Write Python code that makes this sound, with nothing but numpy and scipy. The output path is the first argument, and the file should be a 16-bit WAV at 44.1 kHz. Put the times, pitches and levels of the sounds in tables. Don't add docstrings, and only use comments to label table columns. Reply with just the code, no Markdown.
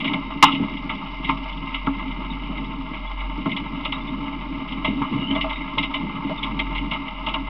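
import sys
import numpy as np
from scipy import signal
from scipy.fft import rfft, irfft, next_fast_len
from scipy.io import wavfile
from scipy.ndimage import map_coordinates

SR = 44100
rng = np.random.default_rng(int(sys.argv[2]) if len(sys.argv) > 2 else 0)


def invert_db(level):
    return 10 ** (np.asarray(level, dtype=float) / 20)


def wav_record(signal):
    frames = np.transpose(np.atleast_2d(signal))
    bounded = np.clip(frames, -1, 1)
    quanta = np.round(bounded * 32767).astype(np.int16)
    wavfile.write(sys.argv[1], SR, quanta)


N = 330309

# t/s, load on the tyres level/dB, roughness level/dB
ROAD = [(0.0, -24.5, -32), (0.27, -35.5, -35), (0.6, -38, -36), (0.73, -35.5, -36.5), (2.19, -35.5, -35.5),
        (2.4, -35, -35.5), (2.8, -36.5, -37.5), (3.4, -38, -36.5), (3.59, -33, -36.5), (3.92, -37, -37),
        (4.69, -34, -37.5), (4.84, -34.5, -36), (5.23, -32.5, -34.5), (5.42, -32.5, -34.5),
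        (5.61, -33, -34.5), (6.07, -32, -36.5), (6.26, -34, -35.5), (7.49, -36.5, -36)]
# t/s, peak level/dB, low bar above it level/dB, decay t60/s
CLINKS = [(0.0, -23.5, 3, 0.12), (0.044, -18.5, -1, 0.19), (0.1336, -18, 3.5, 0.065),
          (0.5195, -19, -11, 0.13), (0.5473, -23, -13, 0.087), (0.8934, -22.5, 6.5, 0.092),
          (1.2446, -22, -1.5, 0.17), (1.2905, -18.5, 7, 0.082), (1.7425, -21, -3.5, 0.15),
          (3.493, -29, 5, 0.077), (3.5137, -23.5, 0, 0.1), (3.5642, -18, -2.5, 0.11),
          (3.85, -15.5, -6.5, 0.09), (3.922, -17, -3.5, 0.064), (4.72, -25.5, -16, 0.075),
          (4.8453, -16, -1, 0.18), (5.352, -23.5, 2.5, 0.07), (5.4101, -13.5, -3, 0.091),
          (5.4953, -23.5, 4, 0.092), (5.7812, -11, -4, 0.091), (5.8293, -15.5, -8, 0.12),
          (5.9396, -16.5, -2, 0.12), (6.4293, -17, -3, 0.095), (6.592, -12.5, 1, 0.076),
          (6.751, -22, 1.5, 0.17), (6.9108, -19, 1, 0.11), (6.9338, -26, -7, 0.053),
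          (7.2637, -18, -8, 0.082), (7.284, -22.5, -6, 0.13), (7.3397, -17.5, 2.5, 0.042)]
# f/Hz, width f/Hz, level/dB
DECK = [(113, 43, -17), (168.5, 39.2, -7.5), (208.5, 22.6, -6), (276.3, 17.1, 0.5), (310, 180, -29),
        (458, 75, -31)]
# f/Hz, width f/Hz, level/dB
PANEL = [(788, 46, -12.5), (898, 32, 2.5), (1055.4, 25.6, 2), (1159.7, 35, -1), (1284, 57, -3),
         (1397, 71, -8), (1667, 93, -10.5)]
# f/Hz, width f/Hz, level/dB
BAR = [(2089, 66.4, 3), (2326, 210, -8)]
# f/Hz, width f/Hz, level/dB
STEEL = [(2493, 88, -5.5), (2679, 67, 0.5), (2814, 86, 3), (2986, 80, 2), (3179, 130, -8.5),
         (3434, 60, -7.5), (3592, 38, -13.5), (3759, 47, -5.5), (5175, 200, -16)]


def unit(x):
    return x / np.sqrt(np.mean(x ** 2) + 1e-20)


def curves(rows):
    s, *cols = np.transpose(rows)
    return [np.interp(np.arange(N) / SR, s, c) for c in cols]


def filtered(x, response, keep=True):
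    m = next_fast_len(N + SR // 2)
    gain = response(np.fft.rfftfreq(m, 1 / SR))
    scale = np.sqrt(np.mean(abs(gain) ** 2)) if keep else 1
    return irfft(rfft(x, m) * gain / scale, m)[:N]


def peak(f, hz, width):
    return 1j * f * width / (hz * hz - f * f + 1j * f * width)


def rung(force, modes, kick=14):
    chatter = force * rng.standard_normal(N)
    strike = kick * np.maximum(np.diff(force, prepend=force[0]), 0)

    def response(f):
        return sum((-1) ** k * invert_db(db) * peak(f, hz, width) for k, (hz, width, db) in enumerate(modes))

    return filtered(chatter + strike, response)


def coloured(points):
    hz, db = np.transpose(points)
    white = rng.standard_normal(N)
    return filtered(white, lambda f: invert_db(np.interp(np.log(f + 1), np.log(hz), db, -120, -120)))


def bursts(times, db, t60, hold=.012, rise=1e-5):
    force = np.zeros(N + SR)
    t = np.arange(SR // 2) / SR
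    swell = np.minimum(1, .3 + t / rise)
    for s, level_db, fall in zip(times, db, t60):
        decay_db = 60 * np.maximum(t - hold, 0) / max(fall, .01)
        force[round(s * SR):][:len(t)] += invert_db(level_db - decay_db) * swell
    return force[:N]


def bumps(count, spread_db, t60):
    when, size = rng.random((count, 2)).T
    hits = np.bincount((when * N).astype(int), invert_db(-spread_db * np.log(size + .03)), N)
    return unit(signal.lfilter([1], [1, -invert_db(-60 / (t60 * SR))], hits))


def soft(x, top_hz):
    return filtered(x, lambda f: 1 / (1 - (f / top_hz) ** 2 + 1.2j * f / top_hz) ** 2, keep=False)


def rough(grows):
    db = curves(ROAD)[1]
    return db.mean() + grows * (db - db.mean())


def sway():
    # t/s, level/dB
    swing = [(0.0, -52), (0.25, -38), (0.5, -42.5), (1.35, -35), (2.67, -35), (2.9, -38.5), (3.25, -29),
             (3.42, -34.5), (3.52, -53), (3.59, -38), (5.01, -36.5), (5.09, -45), (5.34, -34.5),
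             (6.22, -41), (6.8, -30), (6.97, -40.5), (7.45, -34), (7.49, -32)]
    # t/s, stall depth level/dB, pitch pull f/Hz
    stalls = [(0.0, 27, 1), (0.12, 31, 0), (0.42, 9, 0.5), (0.56, 14.5, 3.5), (1.02, 16, -3.5),
              (1.651, 6.5, -1.5), (2.73, 2.5, 0.5), (2.92, 5, -1.5), (3.521, 23, 0), (4.3, 7, 1),
              (4.63, 16, -1), (5.091, 15, 3), (5.28, 11.5, 0), (5.7, 12, -5.5), (5.941, 5.5, -2.5),
              (6.15, 14, 0.5), (6.339, 9.5, -0.5), (7.069, 11.5, 2), (7.22, -1, 0.5), (7.35, 2.5, -1.5)]
    centre_hz, drift_hz, flutter_db = 44, 1.1, 0.65
    stall_s, pull_s = 0.027, .07
    t = np.arange(0, N + 64, 64) / SR
    s, depth_db, pull_hz = np.transpose(stalls)[:, :, None]
    near = abs(t - s)
    knots, swell = rng.standard_normal((2, 120))
    drift = drift_hz * np.interp(t, np.arange(120) / 15, knots)
    pull = (pull_hz * np.exp(-(near / pull_s) ** 2)).sum(0)
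    loss_db = (depth_db * np.exp(-near / stall_s)).sum(0)
    flutter = flutter_db * map_coordinates(swell, [t * 14])
    hz, stall_db = curves(np.transpose([t, centre_hz + drift + pull, loss_db + flutter]))
    return invert_db(curves(swing)[0] - stall_db + 5.5) * np.sin(2 * np.pi * np.cumsum(hz) / SR)


def deck():
    # t/s, peak level/dB, decay t60/s
    thumps = [(0.0, -20.5, 0.1), (0.054, -21, 0.05), (0.089, -40, 0.14), (0.141, -22.5, 0.57),
              (0.356, -22.5, 0.063), (0.433, -14.5, 0.31), (0.531, -17.5, 0.36), (0.599, -12.5, 0.1),
              (0.6209, -18.5, 0.086), (0.716, -23, 0.094), (1.199, -23, 0.14), (1.29, -19.5, 0.23),
              (1.872, -11.5, 0.11), (2.495, -19.5, 0.074), (3.38, -21, 0.14), (3.46, -13, 0.23),
              (4.881, -11, 0.25), (5.015, -16.5, 0.046), (5.216, -23, 0.19), (5.305, -18.5, 0.13),
              (5.4, -26.5, 0.2), (5.772, -18, 0.2), (6.047, -21.5, 0.05), (6.249, -20.5, 0.15),
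              (6.294, -18.5, 0.06), (6.563, -28, 0.084)]
    s, db, t60 = np.transpose(thumps)
    shake = invert_db(curves(ROAD)[0] + 2) * unit(0.2 + bumps(count=200, spread_db=-2.5, t60=0.6))
    blows = bursts(s, db - 11.5, 1.2 * t60, hold=0.018)
    return rung(shake, DECK) + soft(rung(blows, DECK, kick=42), top_hz=800)


def panels(stones):
    # t/s, peak level/dB, box resonance above it level/dB
    knocks = [(0.0, -37, -12.5), (0.045, -23.5, -5), (0.133, -17, -11.5), (0.483, -16.5, -24.5),
              (0.897, -17.5, -30), (1.293, -10.5, -17), (7.284, -28, -11), (1.744, -24.5, -30),
              (1.869, -10.5, -32), (2.499, -31.5, 1), (3.212, -28, -16), (3.456, -17.5, -8),
              (3.852, -20.5, -9), (3.924, -23, -35), (4.8455, -16.5, -7), (5.016, -14, -48),
              (5.038, -35.5, -31), (5.351, -22.5, 0.5), (5.442, -23, -1), (5.506, -20.5, -25.5),
              (5.774, -18.5, -8), (5.831, -26, -16.5), (5.94, -22.5, -10), (6.204, -27, -35),
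              (6.295, -24, 4), (6.441, -25, -30), (6.588, -24, -14), (6.752, -24.5, -18.5),
              (6.916, -22, -7.5), (7.268, -18, -13)]
    # f/Hz, width f/Hz, level/dB
    box_modes = [(635.3, 39, 0)]
    last_s, last_db = CLINKS[-1][:2]
    s, db, box_db = np.transpose([*knocks, (last_s, last_db - 3.5, -16)])
    t60 = np.full(len(s), 0.082)
    load = unit(2.2 + 1.2 * stones + 0.47 * bumps(count=300, spread_db=0, t60=0.089))
    shake = invert_db(rough(grows=0.82) - 1.5) * load
    box = rung(invert_db(-9.0) * shake + bursts(s, db + box_db - 7, t60, hold=0.018), box_modes)
    return box + rung(shake + bursts(s, db - 9.5, t60, hold=0.0038), PANEL, kick=23)


def steel(stones):
    # t/s, peak level/dB, low bar above it
    # level/dB
    light_clinks = [(0.6385, -38, -17), (0.6834, -46, 6.5), (0.737, -35.5, 9), (0.7682, -28, -5.5),
                    (1.2302, -36, -5), (1.3707, -39, -10), (0.075, -25, 8), (1.4957, -38, -10), (1.526, -29, -14),
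                    (1.5727, -31, -10.5), (1.653, -36, -11), (1.8646, -33, 7.5), (2.0787, -37, 5),
                    (2.112, -31.5, 3), (2.5725, -33, 3.5), (2.6396, -35, -11), (2.942, -34.5, 4.5),
                    (3.2025, -32, 6), (3.4131, -36, 0.5), (3.4574, -31.5, 1.5), (3.83, -35, -7), (4.684, -29, -3),
                    (5.018, -33, 8), (5.3038, -35, 9), (5.528, -27, -5), (5.5562, -37, 12), (5.6154, -42, 16.5),
                    (6.3765, -33.5, -4), (6.7775, -26.5, -4), (7.08, -30.5, 2)]
    # f/Hz, width f/Hz, level/dB
    link_modes = [(2740, 190, -13.5), (3255, 360, 6), (3730, 100, -6.5)]
    light_t60 = 0.044
    s, db, bar_db, t60 = np.transpose([*CLINKS, *((*light, light_t60) for light in light_clinks)])
    s = np.maximum(s - .002, 0)
    load = unit(1.1 + 0.5 * stones + 0.49 * bumps(count=500, spread_db=6.5, t60=0.18))
    shake = invert_db(rough(grows=0.76) - 2) * load
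    bar_hits = bursts(s, db + bar_db - 7.0, 0.84 * t60, hold=0.0093, rise=.005)
    bar = rung(invert_db(-0.5) * shake + bar_hits, BAR)
    link = rung(bursts(s, db - 11.5, 0.4 * t60, hold=0.0077, rise=0.0045), link_modes, kick=12.0)
    steel_hits = bursts(s, db - 10, t60, hold=0.006, rise=0.0025)
    return bar + soft(link, top_hz=3870) + rung(invert_db(-4.5) * shake + steel_hits, STEEL, kick=17)


def blow():
    # panel level/dB, steel level/dB, deck level/dB
    shares = (-2.7, -11, -17)
    panel_db, steel_db, deck_db = shares
    blow_s, hold_s = .4254, .016

    def damped(modes):
        return [(hz, 2.3 * width, db) for hz, width, db in modes]

    force = bursts([blow_s], [0], [.025], hold_s)
    hit = invert_db(panel_db) * rung(force, damped(PANEL), kick=7.6)
    hit = hit + invert_db(steel_db) * rung(force, damped(BAR + STEEL), kick=32)
    hit = hit + invert_db(deck_db) * rung(force, damped(DECK), kick=3.4)
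    after = bursts([blow_s], [0], [.22], hold_s)
    return hit + invert_db(-14) * rung(after, PANEL, kick=6.1) + invert_db(-11.5) * rung(after, BAR + STEEL, kick=1.6)


def squeaks():
    # t/s, length t/s, pitch f/Hz, level/dB
    slides = [(5.204, .068, 2845, -28), (5.268, .068, 2990, -29), (5.348, .016, 3400, -32),
              (5.375, .02, 2860, -30), (2.303, .025, 3750, -35), (3.065, .03, 3400, -41),
              (3.928, .042, 3780, -39), (4.01, .02, 3550, -41), (4.075, .02, 3500, -40),
              (5.53, .04, 3750, -37), (6.374, .025, 3600, -35), (6.432, .02, 3400, -30)]
    out = np.zeros(N + SR)
    for s, length, hz, db in slides:
        t = np.arange(int(length * SR)) / SR
        knot_s = np.arange(30) * .0028
        slips, drift = (np.interp(t, knot_s, knots) for knots in rng.standard_normal((2, 30)))
        tone = np.sin(2 * np.pi * np.cumsum(hz + 45 * drift) / SR)
        swell = np.sin(np.pi * t / length) ** .3
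        out[round(s * SR):][:len(t)] += invert_db(db - 1.5 + 4.5 * slips) * swell * tone
    return out[:N]


def wind():
    # f/Hz, level/dB
    lows = [(15, -14.5), (35, 6.5), (55, -7), (75, -3), (500, -27.5), (1500, -42.5), (4000, -40.5),
            (4400, -120)]
    return invert_db(-50.0) * coloured(lows)


def case(x):
    # f/Hz, width f/Hz, depth level/dB
    deaf = [(69, 52, 5), (523, 100, 12.5), (691.5, 94, 15), (1510, 242, 17.5), (1769, 310, 13)]

    def dead_spots(f):
        return np.prod([1 - (1 - invert_db(-db)) * peak(f, hz, width) for hz, width, db in deaf], axis=0)

    x = filtered(x, dead_spots, keep=False)
    below_step = signal.sosfilt(signal.butter(8, 3950, fs=SR, output="sos"), x)
    band_edge = signal.ellip(10, .5, 95, 5800, fs=SR, output="sos")
    return signal.sosfilt(band_edge, invert_db(-15.0) * x + below_step)


def input_noise():
    # f/Hz, density level/dB
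    hiss = [(3000, -25.5), (3900, -3.5), (4150, -10), (4940, -8), (5230, -14), (5790, -25), (6050, -37.5),
            (6250, -120)]
    seam_hz = 57.614
    seams = np.round(np.arange(.59 / seam_hz, N / SR, 1 / seam_hz) * SR).astype(int)
    late = np.arange(N) / SR - 1.46
    rise_s, fall_s = 0.71, .2
    leak_db = -68.5 + 6.5 * np.exp(-abs(late) / np.where(late < 0, rise_s, fall_s))
    grit = rng.standard_normal(N) * (rng.random(N) < 130 / SR)
    ticks = grit * invert_db(2.2 * (leak_db + 63.0))
    ticks[seams] = .75 + .3 * rng.standard_normal(len(seams))
    hz, db = np.transpose(hiss)
    ticks = filtered(ticks, lambda f: invert_db(np.interp(f, hz, db, -120, -120)) * (f / 5000) ** 2.5)
    return invert_db(-38) * ticks + invert_db(.6 * (leak_db + 65) - 65.5) * coloured(hiss)


def scene():
    stones = bumps(count=300, spread_db=-0.85, t60=0.083)
    mix = sway() + deck() + panels(stones) + steel(stones) + blow() + squeaks() + wind()
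    return mix[None]


def roll_off(x):
    return signal.sosfilt(signal.butter(12, 16450, fs=SR, output="sos"), x)


def record(dry):
    ceiling = .72
    x = case(dry[0]) + input_noise() - .0055
    fade_out = np.clip(np.arange(N)[::-1] / 200, 0, 1)
    x = np.clip(x, -ceiling, ceiling) * fade_out
    x = filtered(x, lambda f: 1 / (1 + (f / 15700) ** 70), keep=False)
    return roll_off(x[None])


dry = scene()
out = record(dry)
wav_record(out)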